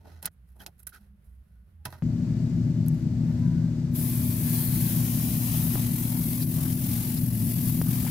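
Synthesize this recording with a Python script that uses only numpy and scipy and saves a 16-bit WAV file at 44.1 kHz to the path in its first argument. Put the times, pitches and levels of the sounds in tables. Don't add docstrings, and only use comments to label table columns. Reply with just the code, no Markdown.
import sys
import numpy as np
from scipy import signal
from scipy.fft import rfft, irfft, next_fast_len
from scipy.io import wavfile
from scipy.ndimage import uniform_filter1d, minimum_filter1d

SR = 44100
rng = np.random.default_rng(int(sys.argv[2]) if len(sys.argv) > 2 else 0)


def volts(x):
    e = np.asarray(x, float) / 20
    return 10 ** e


def int16_out(signal):
    q = np.round(np.clip(np.atleast_2d(signal).T, -1, 1) * 32767)
    wavfile.write(sys.argv[1], SR, q.astype(np.int16))


N = 357210
SIZE = next_fast_len(N)
HZ = np.maximum(np.arange(SIZE // 2 + 1) * SR / SIZE, 1)
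T = np.arange(N) / SR
CHANGE_S = 2.0225
SHAFT_HZ = 29.55
FAST_S, PIECE_SAMPLES = 5.753, 1024

# hz, share_0_1
LIKENESS = [(60, 0.96), (130, 0.99), (290, 1), (640, 0.75), (1410, 0), (3100, 0.55), (6820, -0.1),
            (15000, 0.07)]


def level(x, db):
    return x * volts(db) / np.sqrt(np.mean(x ** 2))


def on_hz(table, outside=None):
    hz, value = np.transpose(table)
    return np.interp(np.log(HZ), np.log(hz), value, outside, outside)


def on_time(table):
    s, *columns = np.transpose(table)
    return [np.interp(T, s, c) for c in columns]


def pan(db):
    return volts(np.array([db, -db]) / 2).reshape(2, -1)


def hiss(gain, alike):
    alike = np.clip(alike, 0, .995)
    mid, side = rfft(rng.standard_normal((2, SIZE)))
    mid = mid * np.sqrt(1 + alike)
    side = side * np.sqrt(1 - alike)
    return level(irfft(gain * np.array([mid + side, mid - side]), SIZE)[:, :N], 0)


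def walk(rate_hz):
    k = int(SR / rate_hz)
    held = np.repeat(rng.standard_normal(N // k + 1), k)
    x = uniform_filter1d(uniform_filter1d(held, k), k)[:N]
    return x / x.std()


def ring(x, modes):
    s = 1j * HZ
    gain = 0
    for k, (hz, width_hz, db) in enumerate(modes):
        gain = gain + (-1) ** k * volts(db) * width_hz * s / (s * s + width_hz * s + hz * hz)
    return irfft(rfft(x, SIZE) * gain / np.sqrt(np.mean(abs(gain) ** 2)), SIZE)[:, :N]


def echoes(x, t60_s, wet_db):
    t = np.arange(int(.2 * SR)) / SR
    tail = rng.standard_normal((2, len(t))) * volts(-60 * t / t60_s)
    tail *= volts(wet_db) / np.sqrt((tail ** 2).sum(1, keepdims=True))
    tail[:, 0] = 1
    return signal.fftconvolve(x, tail, axes=1)[:, :x.shape[1]] / np.sqrt(1 + volts(2 * wet_db))


def plastic():
    # start_s, peak_db, deep_ring_db, frame_ring_db, edge_ring_db
    snips = [(0.2267, -32.5, -13, -18.5, -10.5), (0.256, -16, -32, -34, -22), (0.2574, -21, -30, -31, -16),
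             (0.2616, -26, -28, -23, -14), (0.6639, -33.5, -23, -13, -1.5), (.868, -34, -28, -22, -24),
             (0.8705, -34, -31.5, -12, -16), (0.8723, -32.5, -34, -21, -20), (.8915, -46, -25.5, -26, -12),
             (1.2435, -65, -21, -19, -19), (1.8528, -27.5, -19, -7, -8), (1.855, -33.5, -14, -10, -5),
             (1.8583, -41, -14, -12, -2), (1.9244, -50, -5, 2, 1.5), (2.862, -47.5, -3, -11, -6),
             (2.883, -27, -25, -34, -28)]
    # start_s, length_s, air_db, desk_db, part_db
    rubs = [(0, .06, -82, 19.5, 5), (.69, 0.13, -83, -3, -4), (0.038, 0.075, -73, 20, 5.5),
            (0.063, 0.18, -72.5, 13, 7.5), (0.218, 0.037, -57, -1, -7), (0.241, 0.045, -62, 12, 15),
            (.268, .02, -63, 12, 14), (.828, .009, -53, -25, -16), (.79, .026, -59, -18, -18),
            (0.307, .05, -77, -12, -19), (.47, 0.087, -73, -7, -8), (0.542, 0.14, -72, 9, -8),
            (0.592, 0.063, -60, 3.5, 2.5), (0.652, 0.06, -69.5, 13.5, -6), (0.775, 0.045, -70, -12, -12),
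            (0.795, 0.053, -70, -11, -10), (0.887, 0.015, -61.5, -23, -15), (0.922, 0.064, -60, -4, 3.5),
            (.943, 0.03, -62, -8, -2), (0.947, 0.15, -73.5, 1, -1.5), (1.24, 0.21, -83, -5, -10),
            (1.4, .4, -85.5, -6.5, -2.5), (1.844, .066, -63.5, 9, 5.5), (1.901, 0.028, -61, 2, -2),
            (1.915, 0.16, -71, 10, 2), (2.904, 0.16, -65, -24, -20), (3.193, 0.57, -72, 8, 5.5)]
    # hz, width_hz, level_db
    deep_modes = [(170, 95, 4), (443, 184, -2), (626, 210, -0.5), (900, 210, -2.5)]
    frame_modes = [(1230, 95, -2.5), (1470, 86, 3), (1930, 210, -3)]
    edge_modes = [(2604, 210, -1), (3185, 140, 0), (4070, 500, -1), (5280, 490, -0.5), (5990, 1200, -5.5)]
    air_modes = [(10660, 2400, 1), (12480, 1400, 3.5), (14050, 2500, -6)]
    hands_pan_db = [-1.5, -1.5, -4, -7]

    crack, rub = np.zeros((2, 4, N))
    for s, db, deep_db, frame_db, edge_db in snips:
        t60_s = 0.023 * np.exp(-0.0645 * (db + 26.5))
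        span = slice(int(s * SR), int((s + .2) * SR))
        t = T[span] - T[span][0]
        spike = 1 + 0.91 * np.exp(-t / 0.0019)
        for k, (rel_db, longer) in enumerate([(deep_db, 2.5), (frame_db, 1.8), (edge_db, 1.2), (0, 1)]):
            crack[k, span] += spike * volts(db + rel_db - 9.0 - 60 * t / (t60_s * longer))
    for s, length_s, db, desk_db, part_db in rubs:
        span = slice(int(s * SR), int((s + length_s) * SR))
        part = np.clip((T[span] - s) / length_s, 0, 1)
        swell = np.minimum(part / 0.18, 1) * np.minimum((1 - part) / 0.43, 1) * volts(-5 * part)
        rub[:, span] += np.outer(volts(db + np.array([desk_db, part_db, part_db - 3, 0])), swell)
    drive = crack * volts(2.5 * walk(1500)) + rub * volts(2.6 * walk(400))
    modes = (deep_modes, frame_modes, edge_modes, air_modes)
    side = np.where(T < CHANGE_S, 1, -.3)
    out = 0
    for d, alike, m, pan_db in zip(drive, (0.54, 0.27, 0.3, 0.35), modes, hands_pan_db):
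        out = out + ring(d * hiss(1, alike), m) * pan(pan_db * side)
    return out


def ticks():
    # start_s, level_db, centre_hz
    tick_list = [(.2273, -32, 9000), (.2565, -17, 11500), (.2575, -20, 12000), (.2582, -17, 11500),
                 (.2590, -21, 11000), (.2620, -24, 10500), (.2636, -26, 8000), (.6636, -24, 6000),
                 (.6648, -32, 10000), (.8696, -30, 11000), (.8712, -31, 13000), (.875, -31, 12500),
                 (.8731, -26, 12500), (1.8565, -32, 4500), (1.9265, -42, 3500)]
    out, t = np.zeros(N), T[:200]
    for s, db, hz in tick_list:
        decay = np.exp(-t * hz / 0.796)
        out[int(s * SR):int(s * SR) + len(t)] -= volts(db + 4) * np.sin(2 * np.pi * hz * t) * decay
    left = np.roll(out, 2)
    return echoes(np.array([left, out]), .02, -5) * pan(-5)


def landings():
    # start_s, level_db, contact_s
    touches = [
        (1.853, -38.5, 0.0002),
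        (1.8555, -40, .0003),
        (1.8637, -37, .002),
        (1.925, -44.5, .0002),
        (1.937, -51, .0004),
        (1.948, -49, 0.0005),
    ]
    # hz, level_db, t60_s
    part_modes = [(129, 1.5, 0.14), (623, -4, 0.084), (846, -1.5, .07), (966, 0, 0.087), (1260, 1.5, 0.043),
                  (1550, -1.5, .035), (1800, -5, .04), (2520, -14, .03), (3800, -9, .04), (4400, -8, .03),
                  (5250, -10, .025)]
    out = np.zeros(N)
    t = T[:int(.3 * SR)]
    hz, db, t60_s = np.transpose(part_modes)[:, :, None]
    chances = rng.standard_normal((len(touches), len(part_modes), 1))
    for (s, hit_db, contact_s), chance in zip(touches, chances):
        strength = volts(hit_db + db + 2.1 * chance - 60 * t / t60_s) / (1 + (hz * contact_s) ** 2)
        modes = strength * np.sin(2 * np.pi * hz * (1 + 0.015 * chance) * t)
        out[int(s * SR):int(s * SR) + len(t)] += modes.sum(0) * (1 - np.exp(-t / 0.0012))
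    return out * volts(2.5 * walk(600)) * (T < CHANGE_S - .004) * pan(-3)


def tones(table, waver, rate_hz):
    out = 0
    for s, length_s, hz, db in table:
        swell = np.sin(np.pi * np.clip((T - s) / length_s, 0, 1)) ** 0.31 * volts(2.76 * walk(43.98))
        phase = 2 * np.pi * np.cumsum(hz * (1 + waver * walk(rate_hz))) / SR
        out = out + volts(db) * swell * np.sin(phase)
    return out


def creaks():
    # start_s, length_s, pitch_hz, level_db
    creak_list = [(.598, .024, 3250, -55), (.6, 0.02, 1700, -57), (.618, .02, 1750, -61),
                  (.922, 0.016, 1500, -53), (.94, .028, 1520, -52.5), (0.957, .012, 1300, -54),
                  (.97, .013, 1500, -61), (.243, .014, 1500, -53), (.87, .015, 1520, -51)]
    return tones(creak_list, .045, 300) * pan(-5.5)


def sweeps():
    # start_s, swell_db, drop_db, recovery_s
    passes = [(5.77, 1, 0.5, 0.076), (6.439, 2, -4.5, 0.086), (6.739, -1.5, -4.5, 0.043),
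              (7.18, -3.5, -4, 1), (7.525, 4, 2, 0.087), (7.699, 4.5, 0, 0.12), (7.824, 2, -3, 0.04)]
    before, after = 0, 0
    for s, swell_db, drop_db, recovery_s in passes:
        before = before + swell_db * np.exp(-abs(T - s) / 0.066) * (T < s)
        recovery = np.exp(-(np.maximum(T - s, 0) / recovery_s) ** 2)
        after = after + drop_db * recovery * np.clip((T - s) / 0.0091, 0, 1)
    return before, after


def airbrush():
    # start_s, jet_db, paint_wash_db
    nozzle = [
        (3.96, -36.5, -11),
        (4.19, -40, -8),
        (4.6, -36, -9.5),
        (5.23, -38, -7),
        (5.74, -36.5, -8),
        (5.77, -38, -7),
        (6.4, -38, -8.5),
        (8.1, -36, -6),
    ]
    # hz, level_db_per_hz
    jet_spectrum = [(4410, -20.5), (7500, -13), (9380, -3.5), (10500, 5), (13700, 4), (15600, -0.5),
                    (16100, -28.5), (16300, -26)]
    wash_spectrum = [(260, -35), (450, -14), (603, -1), (668, -3.5), (980, -4.5), (1380, -10.5), (1950, -6),
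                     (2860, -6.5), (4200, -6.5), (6910, -6.5), (9500, -3.5), (12400, -17), (20900, -120)]
    # hz, left_minus_right_db
    jet_balance = [(60, 4.0), (110, 4.0), (200, 3.5), (380, 2.5), (700, 3.0), (1290, 2.5), (2380, 2.0),
                   (4400, 16.5), (8120, -4.5), (15000, 12)]
    moves_s = [4.0, 4.35, 4.7, 5.05, 5.4, 5.7, 5.9, 6.15, 6.4, 6.6, 6.8, 7.05, 7.3, 7.55, 7.8, 8.1]
    trigger_s, open_s, leak_db = 3.957, 0.051, -40.5

    (jet_db, wash_db), (before, after) = on_time(nozzle), sweeps()
    jet_db = jet_db + before + after + leak_db * np.clip((trigger_s - T) / open_s, 0, 2)
    wash_db = wash_db + 0.62 * after
    jet_pan_db = 4 - 0.1 * after
    tilt = volts(np.array([1, -1])[:, None] * (on_hz(jet_balance) - 4.5) / 2)
    flutter_db = 0.17 * walk(35) + 0.77 * walk(250)
    jet = hiss(volts(on_hz(jet_spectrum, -150)) * tilt, 0.12)
    jet = jet * volts(jet_db + 1.5 + flutter_db) * pan(jet_pan_db)
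    wash_db = jet_db + wash_db + 1.5 + 0.7 * flutter_db + 0.67 * walk(30)
    wash = hiss(volts(on_hz(wash_spectrum, -150)), 0.21) * volts(wash_db) * pan(3.2)
    spray = jet + wash
    out = np.zeros((2, N))
    for here in np.eye(len(moves_s)):
        share = np.sqrt(np.interp(T, moves_s, here))
        span = slice(np.argmax(share > 0), N - np.argmax(share[::-1] > 0))
        out[:, span] += share[span] * echoes(spray[:, span], .1, -4)
    place = np.maximum(T - FAST_S, 0) * SR / PIECE_SAMPLES
    return out * np.sqrt(1 - np.sin(np.pi * place) ** 2 / 2)


def crossings():
    # start_s, length_s, centre_hz, relative_width, level_db
    puffs = [(4.45, 0.52, 4220, 0.037, -54), (5.74, 0.074, 885, 0.27, -46.5),
             (6.096, 0.11, 850, 0.27, -50.5), (6.407, .035, 4600, 0.23, -44.5),
             (6.55, 0.11, 900, 0.56, -52), (6.644, .035, 1300, .5, -49.5), (6.714, 0.022, 5100, 0.24, -48),
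             (7.158, 0.033, 4600, 0.23, -46), (7.85, 0.054, 1100, 0.54, -51),
             (8.061, 0.038, 2200, 0.49, -44.5)]
    out = 0
    for s, length_s, hz, width, db in puffs:
        swell = np.sin(np.pi * np.clip((T - s) / length_s, 0, 1))
        out = out + volts(db) * swell * hiss(1 / (1 + ((HZ - hz) / (width * hz)) ** 4), 0.42)
    return out * pan(4.3)


def squeeze(x):
    place = np.maximum(T - FAST_S, 0) * SR / PIECE_SAMPLES
    piece = place.astype(int)
    fade = np.sin(np.pi / 2 * (place % 1)) ** 2
    starts = np.minimum(FAST_S * SR + PIECE_SAMPLES * np.arange(piece[-1] + 2), N - 1).astype(int)
    slip_s = np.cumsum(.0008 * walk(14)[starts])
    back_s = rng.integers(1, 12, len(starts)) * 8 / SHAFT_HZ + slip_s
    back_s[0] = 0

    def read(k):
        return x[:, np.clip(np.arange(N) - (back_s[k] * SR).astype(int), 0, N - 1)]

    return (1 - fade) * read(piece) + fade * read(piece + 1)


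def compressor():
    # shaft_multiple, level_db
    weak_orders = [(2, -47.5), (3, -44.5), (5, -42), (6, -42), (7, -41.5), (10, -51), (11, -53), (12, -60)]
    # hz, level_db_per_hz
    rumble_spectrum = [(13, -54.5), (60, -11.5), (128, -2.5), (158, 1), (200, -8), (228, -8.5), (248, -8.5),
                       (260, -11.5), (290, -15.5), (334, -16.5), (419, -32), (490, -40), (601, -33.5),
                       (1000, -73)]
    intake_spectrum = [(260, -19.5), (450, -6), (492, -11), (625, -8.5), (922, -18), (1780, -19.5),
                       (2130, -20.5), (3140, -25), (4560, -22.5), (7690, -26), (9340, -35.5), (14200, -38),
                       (15900, -41)]
    magnet_hz, table_hz = 240., 161.1

    turn = 2 * np.pi * SHAFT_HZ * T
    magnet = 2 * np.pi * magnet_hz * T
    lines = volts(-29 + 1.0 * walk(5.98)) * np.cos(4 * turn + 0.1 * walk(6))
    lines = lines + volts(-31 + 1.02 * walk(13)) * np.cos(magnet)
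    lines = lines + volts(-43 + 1.3 * walk(7)) * np.cos(magnet + turn)
    table_phase = 2 * np.pi * np.cumsum(table_hz + 9 * walk(7)) / SR + 0.85 * walk(25)
    lines = lines + volts(-32.5 + 2.7 * walk(25) + 3.2 * walk(5)) * np.cos(table_phase)
    for multiple, db in weak_orders:
        phase = int(multiple) * turn + .5 * walk(9) + rng.uniform(0, 5.58)
        lines = lines + volts(db + 2.3 * walk(7)) * np.cos(phase)
    alike = on_hz(LIKENESS)
    rumble = hiss(volts(on_hz(rumble_spectrum, -150)), alike) * volts(-28.5 + 0.67 * walk(6))
    intake = hiss(volts(on_hz(intake_spectrum, -150)), alike) * volts(-56 + 2.0 + 0.85 * walk(3.27))
    intake = echoes(intake, .15, -9) * volts(0.32 * np.cos(turn)) * pan(0.51)
    left, right = squeeze(lines + rumble + intake) * pan(3.74)
    return np.array([left, np.roll(right, 3)]) * np.clip((T - CHANGE_S) / .002, 0, 1)


def thuds():
    # start_s, level_db, push_s
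    pushes = [
        (7.662, -35, 0.014),
        (8.048, -35, 0.00066),
        (8.066, -32, 0.00055),
    ]
    # start_s, level_db, settling_s
    jumps = [
        (2.0225, -25.5, 0.0011),
        (5.7515, -26, 0.00075),
        (5.7566, -18, 0.0011),
        (7.8154, -15.5, 0.00088),
    ]
    out = 0
    for s, db, push_s in pushes:
        t = np.maximum(T - s, 0) / push_s
        out = out + volts(db) * np.sin(np.pi * t) * np.exp(-t / 4.1)
    for s, db, settle_s in jumps:
        rise = np.clip((T - s) / .0002, 0, 1)
        out = out + volts(db) * rise * np.exp(-np.maximum(T - s, 0) / settle_s)
    return out * pan(3.6)


def whines():
    # start_s, length_s, pitch_hz, level_db
    whine_list = [(.594, .045, 11400, -62), (1.79, .06, 830, -78), (3.46, .2, 1480, -66),
                  (.98, 0.23, 203, -59.5), (1.465, 0.18, 1460, -83), (3.39, 0.165, 990, -57.5),
                  (3.39, 0.19, 1570, -66), (3.58, .17, 1560, -68), (3.25, .12, 1790, -69),
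                  (3.28, .05, 900, -64), (3.6, .15, 990, -68), (4.4, 0.17, 1660, -60),
                  (4.8, 0.18, 1560, -59), (4.6, 0.22, 1500, -62)]
    return tones(whine_list, .005, 60) * pan(-1.5)


def quiet_room():
    # hz, level_db_per_hz
    room_spectrum = [(15, -55), (25, -21.5), (44, -14), (66, -5.5), (108, -15.5), (175, -17), (212, -20),
                     (270, -38), (887, -55.5), (1440, -52.5), (7110, -71.5), (11300, -59.5), (16000, -69.5)]
    # start_s, length_s, pitch_hz, level_db
    swells = [(0, 0.31, 83.6, -48), (.36, 0.34, 62.34, -51), (.68, 0.24, 65, -53), (.98, 0.17, 62, -51),
              (1.27, 0.16, 63.2, -48), (1.48, 0.2, 61.3, -50.5), (1.67, 0.59, 83.9, -49.5)]
    gain = volts(on_hz(room_spectrum, -150))
    low = 1 / (1 + (HZ / 330) ** 6)
    hum = hiss(gain * low, on_hz(LIKENESS)) * volts(-58.5 + 0.5 * walk(9.4))
    hum = (hum + tones(swells, 0.035, 17)) * pan(-3)
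    floor = hiss(gain * (1 - low), .05) * volts(-76 + 1.5 * walk(18)) * pan(-2.5)
    return (hum + floor) * np.clip((CHANGE_S - .004 - T) / 0.0037, 0, 1)


def scene():
    hands = plastic() + ticks() + landings() + creaks()
    spraying = airbrush() + crossings() + compressor() + thuds()
    return hands + spraying + whines() + quiet_room()


def mask(x, under_db, loud_db):
    hz, _, z = signal.stft(np.array([x[0] + x[1], x[0] - x[1]]) / 2, SR, "hann", 2048, 1536)
    power = abs(z) ** 2
    band = uniform_filter1d(uniform_filter1d(power, size=4, axis=1), size=3, axis=2)
    near = uniform_filter1d(uniform_filter1d(power, size=36, axis=1), size=7, axis=2)
    treble = minimum_filter1d(band[:, hz > 9000].mean(1, keepdims=True), size=8, axis=2)
    dips = band < near * volts(2 * under_db)
    hidden = treble > near * volts(2 * loud_db)
    drop = dips & hidden & (hz > 1200)[:, None]
    keep = minimum_filter1d(np.where(drop, .01, 1), size=3, axis=2)
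    keep = minimum_filter1d(keep, size=4, axis=1)
    mid, side = signal.istft(z * keep, SR, "hann", 2048, 1536)[1][:, :N]
    return np.array([mid + side, mid - side])


def band_limit(x):
    return signal.sosfilt(signal.butter(12, 16850, fs=SR, output="sos"), x)


def record(dry):
    top_hz = 15850
    cut = signal.sosfilt(signal.ellip(12, .2, 80, top_hz, fs=SR, output="sos"), dry)
    mix = mask(cut, under_db=-6.3, loud_db=6.5)
    return band_limit(mix)


dry = scene()
out = record(dry)
int16_out(out)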